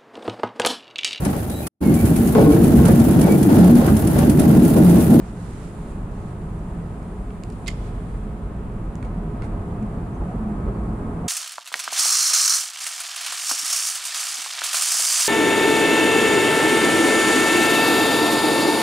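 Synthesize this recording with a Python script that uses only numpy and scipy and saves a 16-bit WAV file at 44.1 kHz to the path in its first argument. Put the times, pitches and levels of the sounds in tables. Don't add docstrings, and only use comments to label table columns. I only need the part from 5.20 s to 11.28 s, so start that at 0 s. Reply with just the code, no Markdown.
import sys
import numpy as np
from scipy import signal
from scipy.fft import rfft, irfft
from scipy.io import wavfile

SR = 44100
rng = np.random.default_rng(int(sys.argv[2]) if len(sys.argv) > 2 else 0)


def waveform_to_disk(signal):
    frames = np.transpose(np.atleast_2d(signal))
    scaled = np.clip(frames, -1, 1) * 32767
    samples = np.round(scaled).astype(np.int16)
    wavfile.write(sys.argv[1], SR, samples)


N = 268128
T, HZ = np.arange(N) / SR, np.fft.rfftfreq(N, 1 / SR)

# frequency in Hz, left-right correlation.
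STEREO_LIKENESS = [(25, 0.93), (60, 1), (160, 1), (290, 0.98), (450, 0.9), (680, 0.62), (1400, 0.18),
                   (3100, 0.31), (5000, 0.12), (7500, -0.27), (10000, -0.32), (14000, 0.51)]
# frequency in Hz, relative level in dB.
TRAFFIC_EQ = [(12, -7), (48, -0.5), (68, -8), (115, -3), (142, -7.5), (180, -4), (240, -10.5), (310, -14),
              (380, -18.5), (470, -20), (700, -22), (1000, -23.5), (1600, -33), (2400, -40.5),
              (6000, -61.5), (16000, -88)]
ROAR_EQ = [(10, -47), (100, -4), (200, 5.5), (270, 4.5), (370, -4), (450, -3), (580, -6), (700, -8.5),
           (850, -9), (1100, -9), (1500, -18.5), (2200, -29), (4000, -61), (12000, -92)]
BOOM_EQ = [(15, -18), (45, -3), (85, 2), (130, -1), (185, -2.5), (235, -14), (320, -22), (600, -59),
           (3000, -110)]
# arrival on the span in seconds, then boom, tyre roar and sway in dB.
VEHICLES = [(.8, -36, -45.5, -3), (2.45, -37, -55, 4.5), (3.76, -32.5, -39, -8), (4.97, -31.5, -34, -3.5)]
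# boom, tyre roar and sway in dB.
OFF_SPAN_DB = [-7.5, -5, 2.5]
# pitch in Hz, half-width in Hz,
# level under steady traffic in dB, level against the tyre roar in dB.
DECK_MODES = [(41.35, 5.3, -38, -15), (55.7, 3, -43, -3.5), (167.8, 4.9, -46.5, -4.5),
              (210.4, 7.2, -49, -6), (340.3, 17.3, -52.5, -10.5), (415.1, 14.2, -49.5, -11),
              (704, 32, -66, -13)]
# harmonic number, relative level in dB.
WHINE_HARMONICS = [(3, 6), (4, -9), (6, -15.5)]
# frequency in Hz, relative level in dB.
HISS_EQ = [(1500, -10), (4000, -7), (5800, -8), (7500, -1), (9900, 0), (11200, -13), (14200, -13),
           (15400, -25)]
SLEEVE_EQ = [(200, -31), (1500, 9.5), (3000, -2.5), (5500, -4), (7500, -0.5), (10000, -7), (12000, -21),
             (16000, -26.5)]
LINE_EQ = [(1200, -1.5), (2500, -0.5), (4500, -5), (5700, -10), (7200, 0), (9800, 2.5), (11200, -14.5),
           (15000, -23)]
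# start in seconds, length in seconds, level in dB.
BRUSHES = [(-.05, 0.15, -54.5), (.14, 0.34, -54.5), (.87, .22, -60), (2.58, 0.085, -54), (5.04, .074, -63)]
LINE_RUNS = [(0.015, 0.69, -57), (.86, 1.57, -63.5), (2.25, .71, -61.5), (4.25, 1.3, -67.5),
             (5.55, .55, -65)]
# time in seconds, energy in dB, t60 in seconds, tilt in dB
# per octave, pitch of the struck part in Hz, strike strength against the scrape, ring of the part in dB.
TICKS = [(1.392, -36, .02, 7, 6000, 2, 3), (1.828, -36, .015, 2, 5800, 2, 3),
         (2.105, -26.5, .015, -7, 2900, 1, 5), (2.2364, -18, 0.0079, 0, 4230, 6.3, 0),
         (2.301, -25, 0.024, 4, 4800, 7.4, 0), (2.322, -30, .06, 1, 5400, 1, 3),
         (2.4615, -18, 0.029, -7, 3400, 0.5, 6), (2.4701, -13.5, .008, -3, 4440, 1, 16),
         (2.4722, -16, 0.023, 0, 7800, 0.5, 3), (2.4765, -10.5, 0.05, 1, 4600, 0.5, 1),
         (2.4803, -4.5, .008, 0, 4760, 6, 2), (2.4826, -5.5, 0.021, -6, 7000, 1, 4),
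         (2.4882, -15, 0.0068, -8, 4100, 3, 3), (2.5015, -18, 0.044, -4, 7600, 2, 7),
         (3.7549, -23.5, 0.0091, 1, 6900, 4.5, -1), (4.6275, -32, .015, -1, 7500, 6.8, 5)]
KNOCKS = [(3.8275, -22.5, 0.013, -2, 2250, 4.2, -6), (3.847, -27.5, .08, 0, 2900, 2, -1.5),
          (4.2212, -20, 0.02, -3.5, 2250, 4.6, -4), (4.2283, -26, .02, -4, 2300, 2, -8),
          (4.2357, -25.5, 0.022, -5, 2000, 3.5, 0), (4.2415, -25.5, 0.13, 3, 3550, 1, 3)]
# frequency in Hz, relative level in dB.
TICK_EQ = [(200, -55), (700, -26), (1500, -12), (2300, 5.5), (3300, 2), (4600, 1.5), (5500, -0.5),
           (7100, 3.5), (10000, -1), (11500, -20), (13300, -14), (15000, -21)]
KNOCK_EQ = [(200, -41), (900, -21), (1500, -6), (2400, -7.5), (3000, -13.5), (5600, -16), (9500, -11.5),
            (11200, -35), (15000, -36)]
# frequency in Hz, t60 in seconds.
REVERB_DECAY = [(500, 1.3), (2500, 2), (6000, 0.68), (12000, 0.18)]
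# time in seconds, level in dB, seconds until it is damped.
BAIL_HITS = [(2.4708, -15, .004), (2.478, -4.5, 0.002), (2.4824, -0.5, 0.0079), (2.4986, -17, .004),
             (2.5125, -18, 0.0035)]
# pitch in Hz, level against the hit in dB, t60 in seconds.
BAIL_MODES = [(2090, -23, 0.07), (2437, -42, .025), (2995, -42, .04), (3413, -43, 0.037), (4380, -34, .03),
              (4710, -32, 0.027), (6830, -43, 0.021)]
# start in seconds, length in seconds, level in dB, pitch in Hz.
BRIDGE_TONES = [(3.95, 0.83, -52.5, 672), (4.908, 0.36, -52, 736), (5.859, 0.25, -44, 723),
                (3.811, 0.25, -37.5, 168), (4.423, .17, -30.5, 169.2), (4.578, 0.062, -28, 216.5),
                (5.187, 0.12, -30, 213.3), (5.354, 0.51, -36, 213.7)]
# pitch in Hz, half-width in Hz, gain in dB.
HOLLOW_MODES = [(1510, 150, 7), (2270, 250, 4.5), (4400, 400, -2)]
# time in seconds, thump level in dB, thump t60 in seconds, slap level in dB.
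AXLES = [(3.842, -26, 0.12, -31), (4.993, -25.5, 0.19, -26), (5.459, -19, 0.44, -21)]
# pitch in Hz, level against the thump in dB.
SPAN_MODES = [(53.8, 3.5), (205, -13.5), (420, -13.5)]
# frequency in Hz, relative level in dB.
THUMP_EQ = [(15, -12), (50, 7), (90, -14), (200, -15.5), (420, -19), (2000, -64), (8000, -110)]
SLAP_EQ = [(100, -17), (220, -2), (310, -4), (420, 4.5), (600, -12), (850, -5), (1300, -23), (2500, -47),
           (8000, -88)]
# start in seconds, length in seconds, level in dB, pitch in Hz.
SQUEAKS = [(4.927, .03, -68, 6300), (5.52, .05, -75, 4500), (5.66, .03, -71, 4600)]


def gain_of(db):
    return 10 ** (np.asarray(db) / 20)


def unit_rms(x):
    return x / np.sqrt(np.mean(x ** 2) + 1e-20)


def curve(points, hz):
    f, value = np.transpose(points)
    return np.interp(np.log(hz + 1), np.log(f + 1), value)


def stroke(start, length, db, rise, fall):
    age = np.maximum(T - start, 0)
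    return gain_of(db) * (1 - np.exp(-age / rise)) * np.exp(-np.maximum(age - length, 0) / fall)


def blow(start, t60, rise):
    age = np.maximum(T - start, 0)
    return (1 - np.exp(-age / rise)) * np.exp(-np.log(1000) * np.minimum(age / t60, 10))


def drift(hz):
    return unit_rms(irfft(rfft(rng.standard_normal(N)) * np.exp(-(HZ / hz) ** 2) * (HZ > 0), N))


def pan(left_db):
    return gain_of(np.array([[left_db], [-left_db]]) / 2)


def diffuse(shape):
    likeness = np.clip(curve(STEREO_LIKENESS, HZ), -1, 1)
    mid, side = rfft(rng.standard_normal((2, N))) * shape * np.sqrt([1 + likeness, 1 - likeness])
    return unit_rms(irfft(np.array([mid + side, mid - side]), N))


def wash(eq):
    return diffuse(gain_of(curve(eq, HZ)))


def passing(cross_s=1.33, half_power_s=0.77, roll_on_s=0.043, roll_off_s=0.28):
    power = np.zeros((3, N))
    for start, *levels_db in VEHICLES:
        age = T - start
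        on_span = (np.tanh(age / roll_on_s) - np.tanh((age - cross_s) / roll_off_s)) / 2
        distance = np.hypot(1, (age - cross_s / 2) / half_power_s)
        trim = gain_of(np.outer(OFF_SPAN_DB, 1 - on_span))
        power += (gain_of(levels_db)[:, None] * trim / distance) ** 2
    return np.sqrt(power)


def traffic(load, roar, far_db=-32, wander_db=0.43, flutter_db=0.34):
    far = wash(TRAFFIC_EQ) * gain_of(far_db)
    overhead = wash(BOOM_EQ) * load + wash(ROAR_EQ) * roar
    return far * gain_of(wander_db * drift(hz=2.5)) + overhead * gain_of(flutter_db * drift(hz=22))


def deck(roar, sway):
    out = np.zeros((2, N))
    for hz, width, steady_db, near_db in DECK_MODES:
        steady = gain_of(steady_db) * (sway if hz < 100 else 1)
        drive = np.hypot(steady, gain_of(near_db) * roar)
        out += drive * diffuse(1 / (1 + ((HZ - hz) / width) ** 2))
    return out


def whine(roar, pitch_hz=424, waver=0.0024, fading_db=-2.5, steady_db=-58.5, near_db=-19.5):
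    turns = np.cumsum(pitch_hz * (1 + waver * drift(hz=22))) / SR
    tone = np.zeros((2, N))
    for channel in tone:
        for harmonic, db in WHINE_HARMONICS:
            level = gain_of(db + fading_db * drift(hz=11))
            channel += level * np.sin(2 * np.pi * (harmonic * turns + rng.random()))
    return unit_rms(tone) * np.hypot(gain_of(steady_db), gain_of(near_db) * roar)


def sleeve(grain_db=1.0):
    slips = wash(SLEEVE_EQ) * gain_of(grain_db * drift(hz=120))
    return slips * sum(stroke(*brush, rise=0.044, fall=0.041) for brush in BRUSHES) * pan(left_db=-4.5)


def fishing_line(flutter_db=0.6, slack_db=-68.5):
    rub = wash(LINE_EQ) * gain_of(flutter_db * drift(hz=49.7))
    power = gain_of(slack_db) ** 2 + sum(stroke(*run, rise=0.066, fall=0.16) ** 2 for run in LINE_RUNS)
    return rub * np.sqrt(power) * pan(left_db=-2.5)


def clicks(rows, eq, spread, part_width_hz, contact_s=0.00028):
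    out = np.zeros((2, N))
    size, lead = 16384, 256
    hz = np.fft.rfftfreq(size, 1 / SR)
    for start, db, t60, tilt_db, part_hz, strike, part_db in rows:
        first = round(start * SR) - lead
        span = slice(first, first + size)
        age = T[span] - start
        centre, left, right = rng.standard_normal((3, size))
        envelope = np.clip(age / contact_s, 0, 1) * gain_of(-60 * abs(age) / t60)
        scrape = (centre + spread * np.array([left, right])) * envelope
        contact = scrape + strike * np.sinc(age * SR)
        colour = gain_of(curve(eq, hz) + tilt_db * np.log2(np.maximum(hz, 1000)))
        resonance = 1 + gain_of(part_db) / (1 + 2j * (hz - part_hz) / part_width_hz)
        click = irfft(rfft(contact) * colour * resonance)
        out[:, span] += gain_of(db) * click / np.linalg.norm(click)
    return out


def concrete(send, early_db=9, early_t60=0.15, predelay_s=0.004):
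    t = np.arange(SR) / SR
    hz, age, bands = signal.stft(rng.standard_normal((2, SR)), SR, nperseg=256)
    decay = gain_of(-60 * age / curve(REVERB_DECAY, hz)[:, None])
    tail = signal.istft(bands * decay, SR, nperseg=256)[1][:, :SR]
    tail *= (t > predelay_s) * (1 + gain_of(early_db - 60 * t / early_t60))
    return signal.fftconvolve(send, tail / np.linalg.norm(tail[0]), axes=1)[:, :N]


def bail(damping_s=0.0021, chatter_rad=0.31):
    envelopes = np.zeros((len(BAIL_MODES), N))
    for start, db, free_s in BAIL_HITS:
        choke = np.exp(-np.maximum(T - start - free_s, 0) / damping_s)
        envelopes += gain_of(db) * choke * [blow(start, t60, rise=0.0014) for _, _, t60 in BAIL_MODES]
    chatter = chatter_rad * drift(hz=500)
    return sum(gain_of(db) * envelope * np.sin(2 * np.pi * (hz * T + rng.random()) + chatter)
               for (hz, db, _), envelope in zip(BAIL_MODES, envelopes))


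def bridge_tones(waver=0.0099, fading_db=4.5, edge_s=0.029, doppler=0.015, smear_turns=0.088):
    out = np.zeros((2, N))
    for start, length, db, hz in BRIDGE_TONES:
        sink = doppler * np.tanh(2 * (T - start) / length - 1)
        turns = np.cumsum(hz * (1 - sink + waver * drift(hz=26))) / SR
        likeness = np.clip(curve(STEREO_LIKENESS, hz), -1, 1)
        voices = []
        for share in ((1 + likeness) / 2, (1 - likeness) / 2):
            fading = gain_of(fading_db * drift(hz=22))
            tone = np.sin(2 * np.pi * (turns + smear_turns * drift(hz=7.9)))
            voices.append(np.sqrt(share) * unit_rms(fading * tone))
        mid, side = voices[0], signal.hilbert(voices[1]).imag
        out += stroke(start, length, db, edge_s, edge_s) * np.array([mid + side, mid - side])
    return out


def hollow_tackle(knocks):
    modes = sum(gain_of(db) / (1 + 2j * (HZ - hz) / width) for hz, width, db in HOLLOW_MODES)
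    return irfft(rfft(knocks) * (1 + modes), N)


def joint(boom_db=-5, slap_lag_s=0.014, slap_t60=0.095):
    rings, booms, slaps = np.zeros((3, N))
    for start, db, t60, slap_db in AXLES:
        modes = sum(gain_of(mode_db) * np.sin(2 * np.pi * hz * (T - start)) for hz, mode_db in SPAN_MODES)
        rings += gain_of(db) * blow(start, t60, rise=0.0052) * modes
        booms += gain_of(db + boom_db) * blow(start, t60, rise=0.004)
        slaps += gain_of(slap_db) * blow(start + slap_lag_s, slap_t60, rise=0.0066)
    return rings + booms * wash(THUMP_EQ) + slaps * wash(SLAP_EQ)


def squeaks(width_hz=220, edge_s=0.014):
    slips = rfft(rng.standard_normal(N))
    out = np.zeros(N)
    for start, length, db, hz in SQUEAKS:
        whistle = unit_rms(irfft(slips / (1 + ((HZ - hz) / width_hz) ** 2), N))
        out += stroke(start, length, db, edge_s, edge_s) * whistle
    return out * pan(left_db=-6)


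def scene():
    load, roar, sway = passing()
    bridge = traffic(load, roar) + deck(roar, sway) + whine(roar) + bridge_tones() + joint()
    hiss = gain_of(-65) * wash(HISS_EQ) * pan(left_db=-0.5)
    rubs = sleeve() + fishing_line() + squeaks()
    ticks = clicks(TICKS, TICK_EQ, spread=0.82, part_width_hz=690)
    knocks = hollow_tackle(clicks(KNOCKS, KNOCK_EQ, spread=1.0, part_width_hz=260))
    snap = bail()
    echo = concrete(gain_of(-11) * ticks + gain_of(-6.5) * knocks + gain_of(-20) * snap)
    tackle = (ticks + knocks) * pan(left_db=-5.5) + snap * pan(left_db=-11) + echo * pan(left_db=-2)
    return bridge * pan(left_db=-0.73) + hiss + rubs + tackle


def record(dry, low_cut_hz=13, high_cut_hz=15300):
    thinned = signal.sosfilt(signal.butter(4, low_cut_hz, "highpass", fs=SR, output="sos"), dry)
    high_cut = signal.firwin(255, high_cut_hz, window=("kaiser", 9), fs=SR)
    return signal.oaconvolve(thinned, high_cut[None], "same")


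dry = scene()
out = record(dry)
waveform_to_disk(out)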